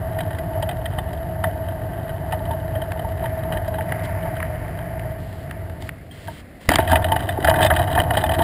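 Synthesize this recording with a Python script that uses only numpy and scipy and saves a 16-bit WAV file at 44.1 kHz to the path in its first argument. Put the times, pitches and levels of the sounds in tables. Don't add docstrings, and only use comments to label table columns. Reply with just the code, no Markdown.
import sys
import numpy as np
from scipy import signal
from scipy.io import wavfile
from scipy.ndimage import uniform_filter1d

SR = 44100
rng = np.random.default_rng(int(sys.argv[2]) if len(sys.argv) > 2 else 0)


def log_audio(samples):
    frames = np.atleast_2d(samples).T
    limited = np.clip(frames, -1, 1)
    pcm = np.round(limited * 32767).astype(np.int16)
    wavfile.write(sys.argv[1], SR, pcm)


N = 371763
TIME_S = np.arange(N) / SR
KERB_S = 6.688

# (time [s], level re steady rolling [dB])
SHAKE_TREND = [(0, 0.27), (1.9, -.5), (2.3, 0), (2.7, -0.5), (3.9, 0.75), (4.4, 0), (5.1, -2), (5.35, -5),
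               (5.65, -4), (5.87, -5.5), (6.0, -13.5), (6.5, -19), (6.66, -18), (6.72, -0.5), (7.15, 2),
               (7.38, -2), (7.5, 2), (8.43, 3)]
# (centre [s], length [s], swell [dB])
BUMP_SWELLS = [(0.173, 0.061, 1), (0.584, .16, 2), (.985, 0.033, 4.5), (1.474, .12, 3), (2.355, .12, 1.5),
               (2.504, 0.21, 2), (2.744, 0.16, 2), (3.033, 0.2, 1), (3.225, 0.092, 2), (3.543, 0.15, 3.5),
               (4.266, 0.071, 3), (5.06, 0.06, 1.5), (6.295, 0.15, 10), (6.949, 0.18, 6),
               (7.123, 0.067, 3.5), (7.497, 0.3, 3.5), (7.629, 0.16, 5), (7.73, 0.073, 4), (7.8, 0.11, 3),
               (7.993, .1, 4.5), (8.181, 0.026, 3.5), (8.413, 0.053, 3.5)]
# (frequency [Hz], relative density [dB])
PAVEMENT_SPECTRUM = [(15, -25), (28, -25), (45, -7.5), (65, -5), (97, 2.5), (128, -6), (172, -6),
                     (215, -23.5), (305, -16), (420, -21.5), (530, -25.5), (800, -38), (1500, -68.5)]
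# (frequency [Hz], relative density [dB])
ROAD_SPECTRUM = [(15, -19), (35, -16), (55, -11.5), (82, 3.5), (115, -4.5), (160, -9), (220, -21),
                 (310, -11.5), (420, -21.5), (540, -20.5), (800, -29), (1500, -65)]
# (time [s], level [dB], frequency [Hz], t60 [s])
TYRE_THUMPS = [(6.686, -10, 65, 0.079), (6.688, -10.5, 194, 0.034), (6.715, -36, 310, 0.11),
               (6.79, -15, 116, 0.09), (6.792, -11, 363, 0.031), (6.924, -13.5, 267, .07),
               (7.388, -11, 380, 0.027), (7.609, -19, 394, 0.045), (8.392, -9, 320, 0.02)]
# (frequency [Hz], nominal width [Hz], relative level [dB])
FRAME_MODES = [(642.2, 46.7, 0.5), (706, 63, -2.5), (728, 46, -4), (883.5, 94, -4.5), (1157, 270, -13),
               (1580, 200, -8), (1800, 126, -7), (1965, 87, -11), (2494, 100, -19.5), (2977, 134, -16),
               (3180, 88, -18), (3550, 56, -23), (3874, 153, -24), (4794, 400, -36)]
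# (time [s], level [dB])
TUBE_PINGS = [(1.444, -19), (2.326, -21.5), (2.508, -17), (3.046, -21), (3.24, -19.5), (3.786, -19),
              (6.285, -27), (6.791, -11.5), (6.93, -6), (7.121, -7), (7.6, -12.5), (7.96, -12.5),
              (8.319, -32), (8.402, -11)]
# (frequency [Hz], relative density [dB])
GRIT_SPECTRUM = [(300, -11), (600, -16), (1000, 2), (1200, 1), (1380, 2.5), (1850, 6.5), (2100, 0),
                 (2400, -16), (3050, -7), (3600, -25), (4300, -20), (4750, -15), (6000, -32), (7000, -65)]
# (frequency [Hz], relative density [dB])
STONE_SPECTRUM = [(300, -11), (700, 7), (1100, 4), (1500, 8.5), (2000, 10), (2500, 4.5), (3000, 4),
                  (4000, -7), (5000, -10), (6000, -21), (7000, -62)]
# (frequency [Hz], relative density [dB])
OUTDOOR_SPECTRUM = [(15, -31), (60, 9.5), (130, -3.5), (250, 1.5), (420, -9.5), (700, -4), (1000, -30),
                    (2000, -21.5), (5000, -30.5), (7000, -57)]
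# (time [s], relative mid level [dB], treble re mid [dB], low ring re mid [dB])
FITTING_CLACKS = [(0.189, -28, -9, -9), (0.208, -30, -1, 5), (.309, -34, -12, 4), (.388, -34, -2, -13),
                  (.6278, -33, 2.5, 10.5), (.6933, -30.5, -0.5, 6), (.714, -35.5, -2, 8),
                  (.859, -29, -1, -8), (.9883, -26, -2, 4), (1.1329, -37, -4, 9),
                  (1.4418, -18.5, -12.5, -1.5), (1.687, -35, -3, 11), (1.82, -39, -12, -4),
                  (2.3261, -26.5, -4, 5), (2.3357, -32, -18, 10), (2.5136, -43, 4.5, -10),
                  (2.756, -33.5, -7, 12.5), (2.82, -33, -1.5, 9.5), (2.9948, -38.5, -1, 11),
                  (3.2587, -27.5, -9.5, -2), (3.5255, -29, -1.5, -12), (3.5738, -28.5, -5, -9),
                  (3.6812, -33.5, -8, 9.5), (3.7433, -30.5, -11, 2), (3.787, -31, -10, 5),
                  (6.2836, -33, -12, 5.5), (6.7185, -19.5, -5, 7), (6.7389, -17, -4.5, -5),
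                  (6.7877, -17, -18, 5), (6.8022, -26.5, -2, 6), (6.8269, -31, -6, 10),
                  (6.879, -28.5, 3, -2), (6.9188, -15.5, -10.5, 0), (6.932, -21, -5, 6),
                  (6.9587, -14, -3.5, -0.5), (7.0462, -20.5, -2, 3.5), (7.087, -30.5, -4, 6),
                  (7.1215, -28.5, 6, -2), (7.1645, -22, -5, 7.5), (7.2919, -20, -6.5, 0),
                  (7.3756, -36.5, -13, 16), (7.448, -15, -10.5, 1), (7.476, -15, -12, -15),
                  (7.4839, -14, -20, 3.5), (7.499, -20, -2.5, 2), (7.5138, -19, -13, 5),
                  (7.5419, -21, -16, -10), (7.56, -26, -5, 3), (7.593, -25, -7, -2), (7.6095, -22, -8, 2),
                  (7.63, -22, 6, -17), (7.6487, -24, 4, 14.5), (7.6661, -23, 2, -2), (7.7045, -14, -11, 2),
                  (7.7142, -16, -26, 4), (7.7665, -21.5, 0, -8), (7.7969, -22.5, -8, 2.5),
                  (7.8183, -32, 2, 5), (7.88, -28, -7, -5), (7.9566, -24.5, -1, 4), (7.978, -17, -20, -3),
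                  (8.0024, -20, 2.5, 0), (8.1084, -18.5, -7.5, 1.5), (8.1517, -21, -16, -9),
                  (8.173, -20.5, -1, 7.5), (8.2405, -20, -7, 4.5), (8.2954, -25, 0, 8.5),
                  (8.3208, -28.5, -1, 9.5), (8.3417, -26.5, -6, -3), (8.3925, -26, -1.5, 9)]
# (time [s], relative mid level [dB], treble re mid [dB], low knock re mid [dB])
GRIT_SNAPS = [(2.921, -29, -8.5, -4), (3.81, -28.5, -22, -4), (3.923, -23, -14, -2.5),
              (4.404, -28.5, -16, -10), (4.429, -24, -21, -11), (4.996, -36.5, -6, -2),
              (5.512, -31, -9, -15), (5.699, -41, -10, -8), (5.824, -42.5, 1, 6), (5.893, -27, -9, -22)]
# (frequency [Hz], relative density [dB])
RUB_SPECTRUM = [(500, -8), (1200, 3), (1450, 3), (1850, 9), (2100, 7), (2400, -1.5), (3100, -15),
                (3700, -41), (4300, -30), (4750, -13.5), (6000, -28), (7000, -55)]
# (start [s], length [s], initial level [dB])
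RUB_STROKES = [(3.2, 0.2, -43.5), (3.85, 1.27, -39), (5.42, 0.17, -48.5), (5.88, 0.11, -52),
               (6.36, 0.44, -53)]
# (frequency [Hz], relative density [dB])
SLIP_SPECTRUM = [(500, 2), (1400, -1.5), (2050, 5.5), (2400, -5), (3200, 1), (3700, -5.5), (4100, -4),
                 (5000, -8), (6000, -18), (7000, -52)]
# (start [s], length [s], relative initial level [dB])
SLIP_STROKES = [(4.03, 0.027, -38), (5.18, 0.26, -51), (5.8, 0.083, -45.5), (6.105, 0.302, -46),
                (6.6, 0.12, -45.5)]
# (time [s], level [dB], frequency [Hz], t60 [s])
SKIN_SQUEAKS = [(5.865, -40, 3230, .03), (6.11, -26.5, 3200, 0.046)]
# (frequency [Hz], relative density [dB])
METAL_SPECTRUM = [(300, -18), (700, -5), (1100, -4.5), (1500, -8), (2050, 7), (2600, -6), (3200, 4.5),
                  (4100, -5), (5000, -0.5), (6000, -18), (7000, -41)]
# (time [s], relative mid level [dB], treble re mid [dB], low knock re mid [dB])
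METAL_CRACKS = [(6.6915, -8.5, -9, -3.5), (6.7583, -14, 1, -3.5), (6.788, -21, -8, 12)]
# (time [s], relative clatter level [dB])
WHEEL_LANDINGS = [(6.692, -25.5), (6.79, -40)]


def amp(db):
    return 10 ** (np.asarray(db) / 20)


def unit_rms(x):
    return x / np.sqrt(np.mean(x ** 2) + 1e-20)


def add(mix, start_s, sound):
    start = round(start_s * SR)
    sound = sound[max(-start, 0):]
    part = mix[max(start, 0):][:len(sound)]
    part += sound[:len(part)]


def band(x, lo_hz, hi_hz):
    return signal.sosfilt(signal.butter(3, [lo_hz, hi_hz], "band", fs=SR, output="sos"), x)


def through(x, response):
    return signal.oaconvolve(x, response)[:len(x)]


def minimum_phase(gain_at_hz, size=8192):
    bins_hz = abs(np.fft.fftfreq(size, 1 / SR))
    log_gain = np.log(np.maximum(gain_at_hz(bins_hz), 1e-5))
    spectrum = np.exp(np.conj(signal.hilbert(log_gain)))
    return np.fft.ifft(spectrum).real[:size // 2]


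def colour(spectrum):
    hz, db = np.transpose(spectrum)
    return minimum_phase(lambda f: amp(np.interp(np.log(f + 1), np.log(hz), db)))


def impacts(per_s, spread_db):
    strength = amp(spread_db * np.minimum(rng.exponential(1, N), 4)) * rng.choice([-1, 1], N)
    return strength * (rng.random(N) < per_s / SR)


def steadied(x, window_s, share):
    size = int(window_s * SR) + 1
    power = uniform_filter1d(uniform_filter1d(x ** 2, size), size)
    return unit_rms(x / (abs(power) + 1e-20) ** (share / 2))


def mode(db, hz, t60_s, rise_s):
    t = np.arange(SR // 4) / SR
    return amp(db - 60 * t / t60_s) * (1 - np.exp(-t / rise_s)) * np.sin(2 * np.pi * hz * t)


def on_road():
    return np.clip((TIME_S - KERB_S) / 0.01, 0, 1)


def shaking():
    swells_db = sum(db * np.cos(np.pi * np.clip((TIME_S - centre_s) / length_s, -0.5, 0.5)) ** 2
                    for centre_s, length_s, db in BUMP_SWELLS)
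    return amp(np.interp(TIME_S, *np.transpose(SHAKE_TREND)) + swells_db)


def tyres():
    stones = impacts(per_s=4000, spread_db=2)
    pavement = steadied(through(stones, colour(PAVEMENT_SPECTRUM)), window_s=0.079, share=0.45)
    road = steadied(through(stones, colour(ROAD_SPECTRUM)), window_s=0.079, share=0.45)
    out = shaking() * (amp(-27.5) * (1 - on_road()) * pavement + amp(-26) * on_road() * road)
    for time_s, db, hz, t60_s in TYRE_THUMPS:
        add(out, time_s, mode(db, hz, t60_s, rise_s=0.00028))
    return out


def frame_response(scatter_db=0, damping=1):
    modes = [(hz, 0.54 * width_hz * damping, db + scatter_db * rng.standard_normal())
             for hz, width_hz, db in FRAME_MODES]

    def gain(f):
        powers = (amp(db) ** 2 / (1 + ((f - hz) / half_hz) ** 2) ** 2 for hz, half_hz, db in modes)
        return np.sqrt(sum(powers))
    return minimum_phase(gain)


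def frame(shake_exponent=1.91):
    shaken = through(impacts(per_s=900, spread_db=2.5), frame_response())
    ring = steadied(band(shaken, 452, 1050), window_s=0.12, share=0.47)
    lowest_mode = mode(0, hz=648, t60_s=0.074, rise_s=0.0063)
    hum = steadied(through(impacts(per_s=2500, spread_db=2), lowest_mode), window_s=0.051, share=0.55)
    struck = through(impacts(per_s=540, spread_db=3), frame_response())
    chatter = unit_rms(band(struck, 1090, 9000))
    out = amp(-32.8 - 6 * on_road()) * hum
    out += amp(-37 + 5 * on_road()) * ring
    out += amp(-50.5 + 5 * on_road()) * chatter
    out *= shaking() ** shake_exponent
    for time_s, db in TUBE_PINGS:
        hz = 895 * (1 + 0.014 * rng.standard_normal())
        add(out, time_s, mode(db, hz, t60_s=0.087, rise_s=0.001))
    return out


def tread(shake_exponent=1.13):
    grit = unit_rms(through(impacts(per_s=9000, spread_db=4), colour(GRIT_SPECTRUM)))
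    gravel = unit_rms(through(impacts(per_s=240, spread_db=5), colour(STONE_SPECTRUM)))
    return shaking() ** shake_exponent * (amp(-46) * grit + amp(-58 + 3.8 * on_road()) * gravel)


def outdoors():
    return amp(-42.5) * unit_rms(through(rng.standard_normal(N), colour(OUTDOOR_SPECTRUM)))


def fitting_taps(shake_exponent=2.34, fall_s=0.004):
    contacts = (1 - on_road()) * impacts(per_s=16, spread_db=1.5)
    contacts += on_road() * impacts(per_s=55, spread_db=0.5)
    envelope = through(abs(contacts), np.exp(-np.arange(SR // 20) / SR / fall_s))
    taps = through(envelope * rng.standard_normal(N), frame_response(damping=1.77))
    mid, treble = unit_rms(band(taps, 950, 2120)), unit_rms(band(taps, 2860, 7800))
    gain = shaking() ** shake_exponent * amp(-50.5 + 3.3 * on_road())
    return gain * (mid + amp(-7 + 3.8 * on_road()) * treble)


def strike(mix, row, response, rise_s, fall_s, lead_s, size=4096):
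    time_s, mid_db, treble_db, low_db = row
    t = np.arange(size) / SR - 0.01
    envelope = np.exp(np.where(t < 0, -(t / rise_s) ** 4, -t / fall_s))
    struck = through(rng.standard_normal(size) * envelope, response)
    window = np.hanning(220)
    blow = np.zeros(size)
    for lo_hz, hi_hz, db in ((460, 835, low_db), (1046, 2090, 0), (2645, 6100, treble_db)):
        part = band(struck, lo_hz, hi_hz)
        peak_rms = np.sqrt(through(part ** 2, window / window.sum()).max())
        blow += amp(mid_db + db) * part / peak_rms
    add(mix, time_s + t[0] - lead_s, blow)


def fitting_clacks(points=7):
    out = np.zeros(N)
    responses = [frame_response(scatter_db=3, damping=1.51) for _ in range(points)]
    for row in FITTING_CLACKS:
        strike(out, row, responses[rng.integers(points)], rise_s=0.0031, fall_s=0.0042, lead_s=0.0005)
    return amp(-0.1) * out


def grit_snaps():
    out, stone = np.zeros(N), colour(STONE_SPECTRUM)
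    for row in GRIT_SNAPS:
        strike(out, row, stone, rise_s=0.0023, fall_s=0.0023, lead_s=0.0005)
    return amp(2) * out


def strokes(rows, attack_s, drift_db_per_s, release_s):
    gain = np.zeros(N)
    for start_s, length_s, db in rows:
        t = np.maximum(TIME_S - start_s, 0)
        held = amp(db + drift_db_per_s * np.minimum(t, length_s))
        release = np.exp(-np.maximum(t - length_s, 0) / release_s)
        gain += np.minimum(t / attack_s, 1) * held * release
    return gain


def hands():
    rub = unit_rms(through(impacts(per_s=4700, spread_db=3.5), colour(RUB_SPECTRUM)))
    hiss = unit_rms(through(impacts(per_s=9400, spread_db=-1.5), colour(SLIP_SPECTRUM)))
    scratch = unit_rms(through(impacts(per_s=260, spread_db=6), colour(SLIP_SPECTRUM)))
    rub_gain = strokes(RUB_STROKES, attack_s=0.047, drift_db_per_s=-6, release_s=0.12)
    slip_gain = strokes(SLIP_STROKES, attack_s=0.0089, drift_db_per_s=9, release_s=0.0088)
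    out = rub_gain * rub + slip_gain * (amp(-2.5) * hiss + amp(-8.5) * scratch)
    for time_s, db, hz, t60_s in SKIN_SQUEAKS:
        add(out, time_s, mode(db, hz, t60_s, rise_s=0.009))
    return out


def metal_cracks():
    out, metal = np.zeros(N), colour(METAL_SPECTRUM)
    for row in METAL_CRACKS:
        strike(out, row, metal, rise_s=0.002, fall_s=0.001, lead_s=0.00018)
    return amp(-0.3) * out


def landing_clatter(t60_s=0.39):
    shaken = through(impacts(per_s=1100, spread_db=8), frame_response())
    ring = unit_rms(band(shaken, 810, 5500))
    ticks = unit_rms(through(impacts(per_s=1100, spread_db=-3), colour(STONE_SPECTRUM)))
    boom = unit_rms(band(impacts(per_s=2000, spread_db=8.5), 200, 355))
    envelope = sum((TIME_S > time_s) * amp(db - 60 * abs(TIME_S - time_s) / t60_s)
                   for time_s, db in WHEEL_LANDINGS)
    return envelope * (ring + amp(1) * ticks + amp(2) * boom)


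def scene():
    rolling = tyres() + frame() + tread() + hands()
    knocks = fitting_clacks() + grit_snaps() + metal_cracks() + fitting_taps() + landing_clatter()
    return (rolling + knocks + outdoors())[None]


def record(dry, hold_hz=12000, cutoff_hz=15550):
    oversampled = signal.resample_poly(dry, 4 * hold_hz, SR, axis=1)
    held = np.repeat(np.clip(oversampled[:, ::4], -1, 1), 4, axis=1)
    out = signal.resample_poly(held, SR, 4 * hold_hz, axis=1)[:, :N]
    lowpass = signal.firwin(255, cutoff_hz, window=("kaiser", 9), fs=SR)
    return signal.oaconvolve(out, lowpass[None], "same")


dry = scene()
out = record(dry)
log_audio(out)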